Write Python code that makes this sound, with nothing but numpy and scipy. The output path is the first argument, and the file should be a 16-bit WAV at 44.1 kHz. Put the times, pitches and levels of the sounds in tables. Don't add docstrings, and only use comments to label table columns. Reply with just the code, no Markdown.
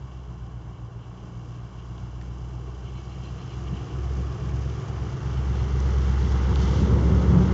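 import sys
import numpy as np
from scipy import signal
from scipy.fft import rfft, irfft, next_fast_len
from scipy.io import wavfile
from scipy.ndimage import uniform_filter1d

SR = 44100
rng = np.random.default_rng(int(sys.argv[2]) if len(sys.argv) > 2 else 0)


def inscribe(sig):
    pcm = np.round(np.clip(np.atleast_2d(sig).T, -1, 1) * 32767)
    wavfile.write(sys.argv[1], SR, pcm.astype(np.int16))


N = 332073
TIME = np.arange(N) / SR
CONTROL_S = np.arange(0, N / SR + .002, .002)
CYLINDERS = 8

# centre_s, length_s, burble_gain_db, rasp_gain_db
CHUFFS = [(1.246, .05, 0, 6), (1.477, .05, 5, 2), (2.02, 0.047, 7, -3), (2.29, .05, 6, 3),
          (2.667, 0.19, 0, 4), (2.85, 0.042, 8, 2), (3.727, 0.046, 13.5, 0), (4.207, .05, 7.5, 3),
          (4.47, .05, 6.5, 0), (4.907, 0.045, 5, -2), (5.95, 0.042, 3, 3.5), (6.102, 0.057, 8, 0),
          (6.27, 0.064, 9, -2), (6.515, 0.044, 11.5, 1), (6.64, 0.043, 4, -5.5), (6.805, 0.091, 8.5, -0.5),
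          (6.926, 0.054, 5.5, 2), (7.124, 0.04, 9.5, 1.5), (7.363, .12, 8, 4)]
# centre_s, length_s, creak_gain_db, squeak_gain_db
SLIPS = [(0.137, 0.088, 3, 0), (0.756, .04, 5, 0), (1.035, 0.045, 5, 4), (1.2, 0.044, 3, 3),
         (1.55, 0.046, 3, 4), (1.802, 0.044, 5.5, 2), (2.876, .06, 7, 8), (2.98, 0.062, 7, 12),
         (3.13, 0.078, 4.5, 10), (3.26, 0.085, 7, 14), (3.41, .06, 5, 13), (3.516, 0.066, 6.5, 11),
         (3.676, 0.026, 9, 0), (3.775, 0.079, 7.5, 5), (3.912, .06, 4.5, 2), (5.37, 0.11, 4, 0),
         (5.59, 0.072, 4.5, 12), (6.186, .04, 0, 0)]


def exhaust_tones(cycle, near, facing, waver_db=1.4, throb_db=.5):
    # time_s, level_db
    boom_level = [(0, -41), (.35, -38.5), (1.15, -46), (2.35, -35.5), (3.2, -38), (4.15, -27), (5.0, -29),
                  (5.95, -21.5), (6.6, -21.5), (7.15, -20), (7.53, -25.5)]
    # order (rounded for pitch), far_db, approaching_db, near_db, facing_db
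    orders = [(5, -18, -19, -19.5, -21.5), (6, -18.5, -20, -23.5, -26), (7, -13.5, -16.5, -13, -7.5),
              (9, -22.5, -23.5, -16, -18.5), (11, -18.5, -14.5, -17.5, -12.5), (13, -9, -0.5, -3.5, -14),
              (14.56, -10, -4, -4, -18), (16.25, 4.5, -0.5, -3, -11), (16.8, -15.5, -17, -23, -18),
              (19, -28, -20.5, -14.5, -15), (20.86, -12, -12.5, -23, 1.5), (22.2, -19, -14.5, -13, -13.5),
              (23.93, -10.5, -25.5, -18, -20), (25.12, -22, -20, -15, -18), (36.05, -23, -19.5, -22, -18.5),
              (41.9, -21, -22.5, -34.5, -18.5), (44.06, -27, -14.5, -26, -23), (44.9, -34, -21, -21, -15)]
    # far_db, approaching_db, near_db
    drone_level = (-43.5, -37, -30.5)
    # side_on_db, half_turned_db, facing_db
    beam = (0, 3, 4)
    boom_fade, drone_fade = echo_fading()
    boom = from_db(in_time(boom_level)) * boom_fade * np.cos(2 * np.pi * CYLINDERS * cycle)
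    drone = 0
    for order, *distance_db, facing_db in orders:
        level_db = blend(facing, blend(near, *distance_db), facing_db) + waver_db * drift(1.5)
        lag = .04 * (order - CYLINDERS) ** 2 + .17 * drift(2)
        drone += from_db(level_db) * np.cos(2 * np.pi * round(order) * cycle - lag)
    drone_db = blend(near, *drone_level) + blend(facing, *beam) + throb_db * drift(7)
    return np.sqrt(2) * (boom + drone * drone_fade * from_db(drone_db))


def echo_fading():
    # centre_s, half_width_s, boom_depth_db, drone_depth_db
    nulls = [(.12, 0.038, 0, -3), (.25, .03, 0, -12), (.77, .025, -9, -2), (.92, 0.027, -12, 0),
             (1.15, 0.14, 0, -6.5), (1.6, 0.027, -4, 0), (1.72, 0.076, -2, -9), (2.78, 0.061, 0, -18),
             (3.46, .09, -16, -1.5), (3.87, 0.11, -19, 1), (4.375, 0.098, -23, 0), (4.84, 0.14, -27, -1),
             (5.17, 0.14, -19.5, 0), (5.68, 0.069, -2.5, 3), (6.77, 0.069, -8, 0), (7.38, 0.034, -22, 0)]
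    gains = 1
    for centre_s, half_width_s, *depth_db in nulls:
        lost_power = 1 - from_db(np.minimum(depth_db, 0))[:, None] ** 2
        gains *= np.sqrt(1 - lost_power * np.exp(-((CONTROL_S - centre_s) / half_width_s) ** 2))
    return [np.interp(TIME, CONTROL_S, gain) for gain in gains]


def exhaust_burble(cycle, near, facing, scatter_s=.0015):
    # pitch_hz, width_hz, level_db
    modes = [(73, 22, -4), (98, 39, 3.5), (138, 34, -5), (177.1, 19, -2), (233, 35, -15)]
    # far_db, approaching_db, near_db
    level = (-47, -40.5, -35)
    # side_on_db, half_turned_db, facing_db
    beam = (-0.5, 10.5, 12)
    firings = np.flatnonzero(np.diff(np.floor(CYLINDERS * cycle)))
    burble = 0
    for hz, width_hz, db in modes:
        strength, late = rng.standard_normal((len(firings), 2)).T
        onsets = firings + (late * scatter_s * SR).astype(int)
        kicks = np.zeros(N)
        kicks[np.clip(onsets, 0, N - 1)] = strength
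        burble += from_db(db) * ringing(kicks, hz, width_hz)
    level_db = blend(near, *level) + blend(facing, *beam) + swells(CHUFFS, layer=0)
    return evened(burble, span_s=.05) * from_db(level_db)


def exhaust_rasp(facing):
    # time_s, level_db
    level = [(0, -54.5), (2.1, -53), (3.35, -50), (3.8, -44.5), (5.25, -43.5), (6.35, -40), (7.0, -30.5),
             (7.53, -32)]
    # frequency_hz, density_db
    side_spectrum = [(150, -28.5), (240, -12), (300, -2), (370, -2), (420, -3.5), (500, -10), (620, -19.5),
                     (1000, -29), (2000, -49)]
    facing_spectrum = [(150, -21.5), (220, 4.5), (300, 0), (360, 1.5), (450, -4.5), (600, -9), (700, -15.5),
                       (900, -10.5), (1400, -17), (2000, -34), (4000, -50)]
    gas = rng.standard_normal(N)
    rasp = blend(facing, coloured(gas, side_spectrum), coloured(gas, facing_spectrum))
    return evened(rasp, span_s=.08) * from_db(in_time(level) + swells(CHUFFS, layer=1))


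def engine_bay(near, facing, shadow_db=-1.0):
    # time_s, level_db
    level = [(0, -54), (3.0, -52), (3.82, -48.5), (5.4, -45.5), (6.7, -39.5), (7.0, -42), (7.35, -40.5),
             (7.53, -40)]
    # frequency_hz, density_db
    far = [(250, -19), (450, -8.5), (570, -5.5), (660, -1), (780, -.5), (930, -3), (1100, 1.5), (1300, -8),
           (1500, -8), (1950, -18.5), (2250, -17), (2450, -32), (3400, -32.5), (6000, -77.5)]
    mid = [(250, -32), (450, -4), (570, -11.5), (660, 2), (800, 0.5), (950, -4.5), (1150, 2), (1350, -4.5),
           (1700, -8.5), (2020, -13.5), (2250, -13.5), (2480, -14.5), (3400, -38.5), (6000, -85.5)]
    close = [(250, -30), (450, 5), (560, -4.5), (670, -9), (830, 0.5), (1000, -2.5), (1250, -1.5),
             (1500, -6), (1750, -10.5), (2050, -8), (2500, -21), (3400, -17), (6000, -61)]
    rush = grains(per_s=6000, spread_db=1.2)
    views = [from_db(db) * coloured(rush, shape) for db, shape in [(.04, far), (1, mid), (1.7, close)]]
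    return from_db(in_time(level) + shadow_db * facing) * blend(near, *views)


def tyres(near):
    # time_s, level_db
    level = [(0, -68.5), (.95, -71.5), (1.2, -68), (2.6, -65.5), (3.6, -60.5), (5.45, -57.5), (6.2, -53.5),
             (6.55, -53.5), (6.61, -48), (6.78, -49), (6.9, -54), (7.53, -54)]
    crunch_db = in_time(level)
    swing_db = crunch_db - crunch_db.mean()
    clumps = from_db(drift(60))
    return (snow_crunch(near, clumps, level_db=crunch_db)
            + snow_creak(clumps, level_db=-60 + .69 * swing_db)
            + tread_squeak(level_db=-76 + .71 * swing_db))


def snow_crunch(near, clumps, level_db):
    # frequency_hz, density_db
    far_spectrum = [(2000, -26), (3400, 0), (3820, -5.5), (3900, -2.5), (4020, -3.5), (4200, -8),
                    (4420, -8.5), (4820, 2), (5300, -1), (6250, 0.5), (6810, -3.5), (7340, -4),
                    (7700, -13.5), (10000, -44.5), (16900, -120)]
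    close_spectrum = [(1880, -33.5), (3200, 1), (3950, -3), (6110, -0.5), (7130, -7.5), (7700, -16),
                      (10000, -57), (16900, -120)]
    breaks = grains(per_s=6000, spread_db=2.4) * clumps
    far = from_db(1.5) * coloured(breaks, far_spectrum)
    close = from_db(2) * coloured(breaks, close_spectrum)
    return from_db(level_db) * blend(near, far, close)


def snow_creak(clumps, level_db):
    # pitch_hz, width_hz, level_db
    modes = [(2260, 130, -4), (2772, 170, 0.5), (3015, 200, 1.5), (3270, 220, -5.5)]
    creak = 0
    for hz, width_hz, db in modes:
        jerks = grains(per_s=1500, spread_db=2.2) * clumps
        creak += from_db(db) * ringing(jerks, hz, width_hz, skirt=3.1)
    return evened(creak, span_s=.06) * from_db(level_db + swells(SLIPS, layer=0))


def tread_squeak(level_db, flutter_db=2.0):
    squeak = ringing(grains(per_s=1500, spread_db=2.2), hz=4120, width_hz=130)
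    gain_db = swells(SLIPS, layer=1) + flutter_db * drift(30)
    return evened(squeak, span_s=.05) * from_db(level_db + gain_db)


def grit():
    # start_s, peak_db, centre_hz, t60_s
    ticks = [(0.2245, -57, 5000, 0.0097), (1.0416, -49.5, 3000, .03), (1.98, -44, 3100, 0.024),
             (2.2124, -44, 1870, 0.06), (2.2137, -47, 4200, 0.0098), (2.222, -51, 7000, 0.018),
             (5.8016, -34.5, 6500, 0.016), (6.2298, -37, 4000, .012), (6.5581, -24, 3300, 0.0066),
             (6.617, -37, 4000, 0.011), (6.6784, -30, 3400, 0.0087)]
    out, age = np.zeros(N), np.arange(SR // 10) / SR
    for start_s, peak_db, hz, t60_s in ticks:
        burst = rng.standard_normal(len(age)) * from_db(-60 * age / t60_s)
        crack = resonance(burst, hz, width_hz=12 / t60_s)
        start = round(start_s * SR)
        out[start:start + len(age)] += from_db(peak_db) * crack / np.abs(crack).max()
    return out


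def street(level_db=-61.5):
    # frequency_hz, density_db
    spectrum = [(15, 8), (30, -2.5), (50, 1), (200, -8), (1000, -20), (7000, -32)]
    return from_db(level_db) * coloured(rng.standard_normal(N), spectrum)


def from_db(db):
    return 10 ** (np.asarray(db) / 20)


def rms_one(x):
    return x / np.sqrt(np.mean(x ** 2) + 1e-20)


def in_time(rows):
    return np.interp(TIME, *np.transpose(rows))


def blend(share, *stages):
    place = share * (len(stages) - 1)
    return sum(stage * np.maximum(1 - np.abs(place - k), 0) for k, stage in enumerate(stages))


def swells(rows, layer):
    rises = sum(db[layer] * np.exp(-(2 * (CONTROL_S - s) / length) ** 2) for s, length, *db in rows)
    return np.interp(TIME, CONTROL_S, rises)


def drift(rate_hz):
    hop, settle = 100, 1000
    pole = np.exp(-2 * np.pi * rate_hz * hop / SR)
    noise = rng.standard_normal(N // hop + settle + 2)
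    slow = signal.lfilter([1], [1, -2 * pole, pole * pole], noise)[settle:]
    return np.interp(np.arange(N) / hop, np.arange(len(slow)), rms_one(slow))


def grains(per_s, spread_db):
    sizes = from_db(spread_db * np.minimum(rng.exponential(1, N), 4))
    return rms_one(sizes * rng.choice([-1, 1], N) * (rng.random(N) < per_s / SR))


def coloured(x, spectrum):
    hz, db = np.transpose(spectrum)
    size = next_fast_len(N)
    bins_hz = np.maximum(np.arange(size // 2 + 1) * SR / size, 1)
    gain = from_db(np.interp(np.log(bins_hz), np.log(hz), db))
    return rms_one(irfft(rfft(x, size) * gain, size)[:N])


def resonance(x, hz, width_hz):
    r = np.exp(-np.pi * width_hz / SR)
    feedback = [1, -2 * r * np.cos(2 * np.pi * hz / SR), r * r]
    return signal.lfilter(np.array([1, 0, -1]) * (1 - r * r) / 2, feedback, x + 1e-18)


def ringing(x, hz, width_hz, skirt=2):
    return rms_one(resonance(resonance(x, hz, width_hz), hz, skirt * width_hz))


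def evened(x, span_s):
    power = uniform_filter1d(x * x, int(span_s * SR))
    return x / np.sqrt(np.maximum(power, 1e-12))


def scene(strong_beat_s=5.975):
    # time_s, firing_rate_hz
    speed = [(0, 65), (.3, 61.4), (.7, 59.4), (1.3, 59.3), (2.2, 60.4), (2.8, 62.5), (3.5, 64.6),
             (4.2, 66.5), (4.8, 67), (5.6, 66.7), (6.4, 65.9), (6.9, 67.4), (7.53, 69.8)]
    # time_s, share (0-1)
    nearness = [(0, 0), (2.6, 0.07), (3.6, 0.37), (4.5, 0.5), (5.8, 0.9), (6.7, 1), (7.53, 1)]
    # time_s, share (0-1)
    pipe_turn = [(0, 0.09), (6.3, 0.04), (6.8, 0.43), (7.1, 0.6), (7.3, 1), (7.53, 0.83)]
    near, facing = in_time(nearness), in_time(pipe_turn)
    cycle = np.cumsum(in_time(speed)) / CYLINDERS / SR
    cycle -= np.interp(strong_beat_s, TIME, cycle)
    exhaust = exhaust_tones(cycle, near, facing) + exhaust_burble(cycle, near, facing)
    exhaust += exhaust_rasp(facing)
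    return (exhaust + tyres(near) + grit() + engine_bay(near, facing) + street())[None]


def record(dry, ceiling=.55, low_hz=32, high_hz=7650):
    rounded = dry / (1 + (dry / ceiling) ** 4) ** .25
    trimmed = signal.sosfilt(signal.butter(4, low_hz, "high", fs=SR, output="sos"), rounded)
    return signal.sosfilt(signal.ellip(12, .2, 80, high_hz, fs=SR, output="sos"), trimmed)


dry = scene()
out = record(dry)
inscribe(out)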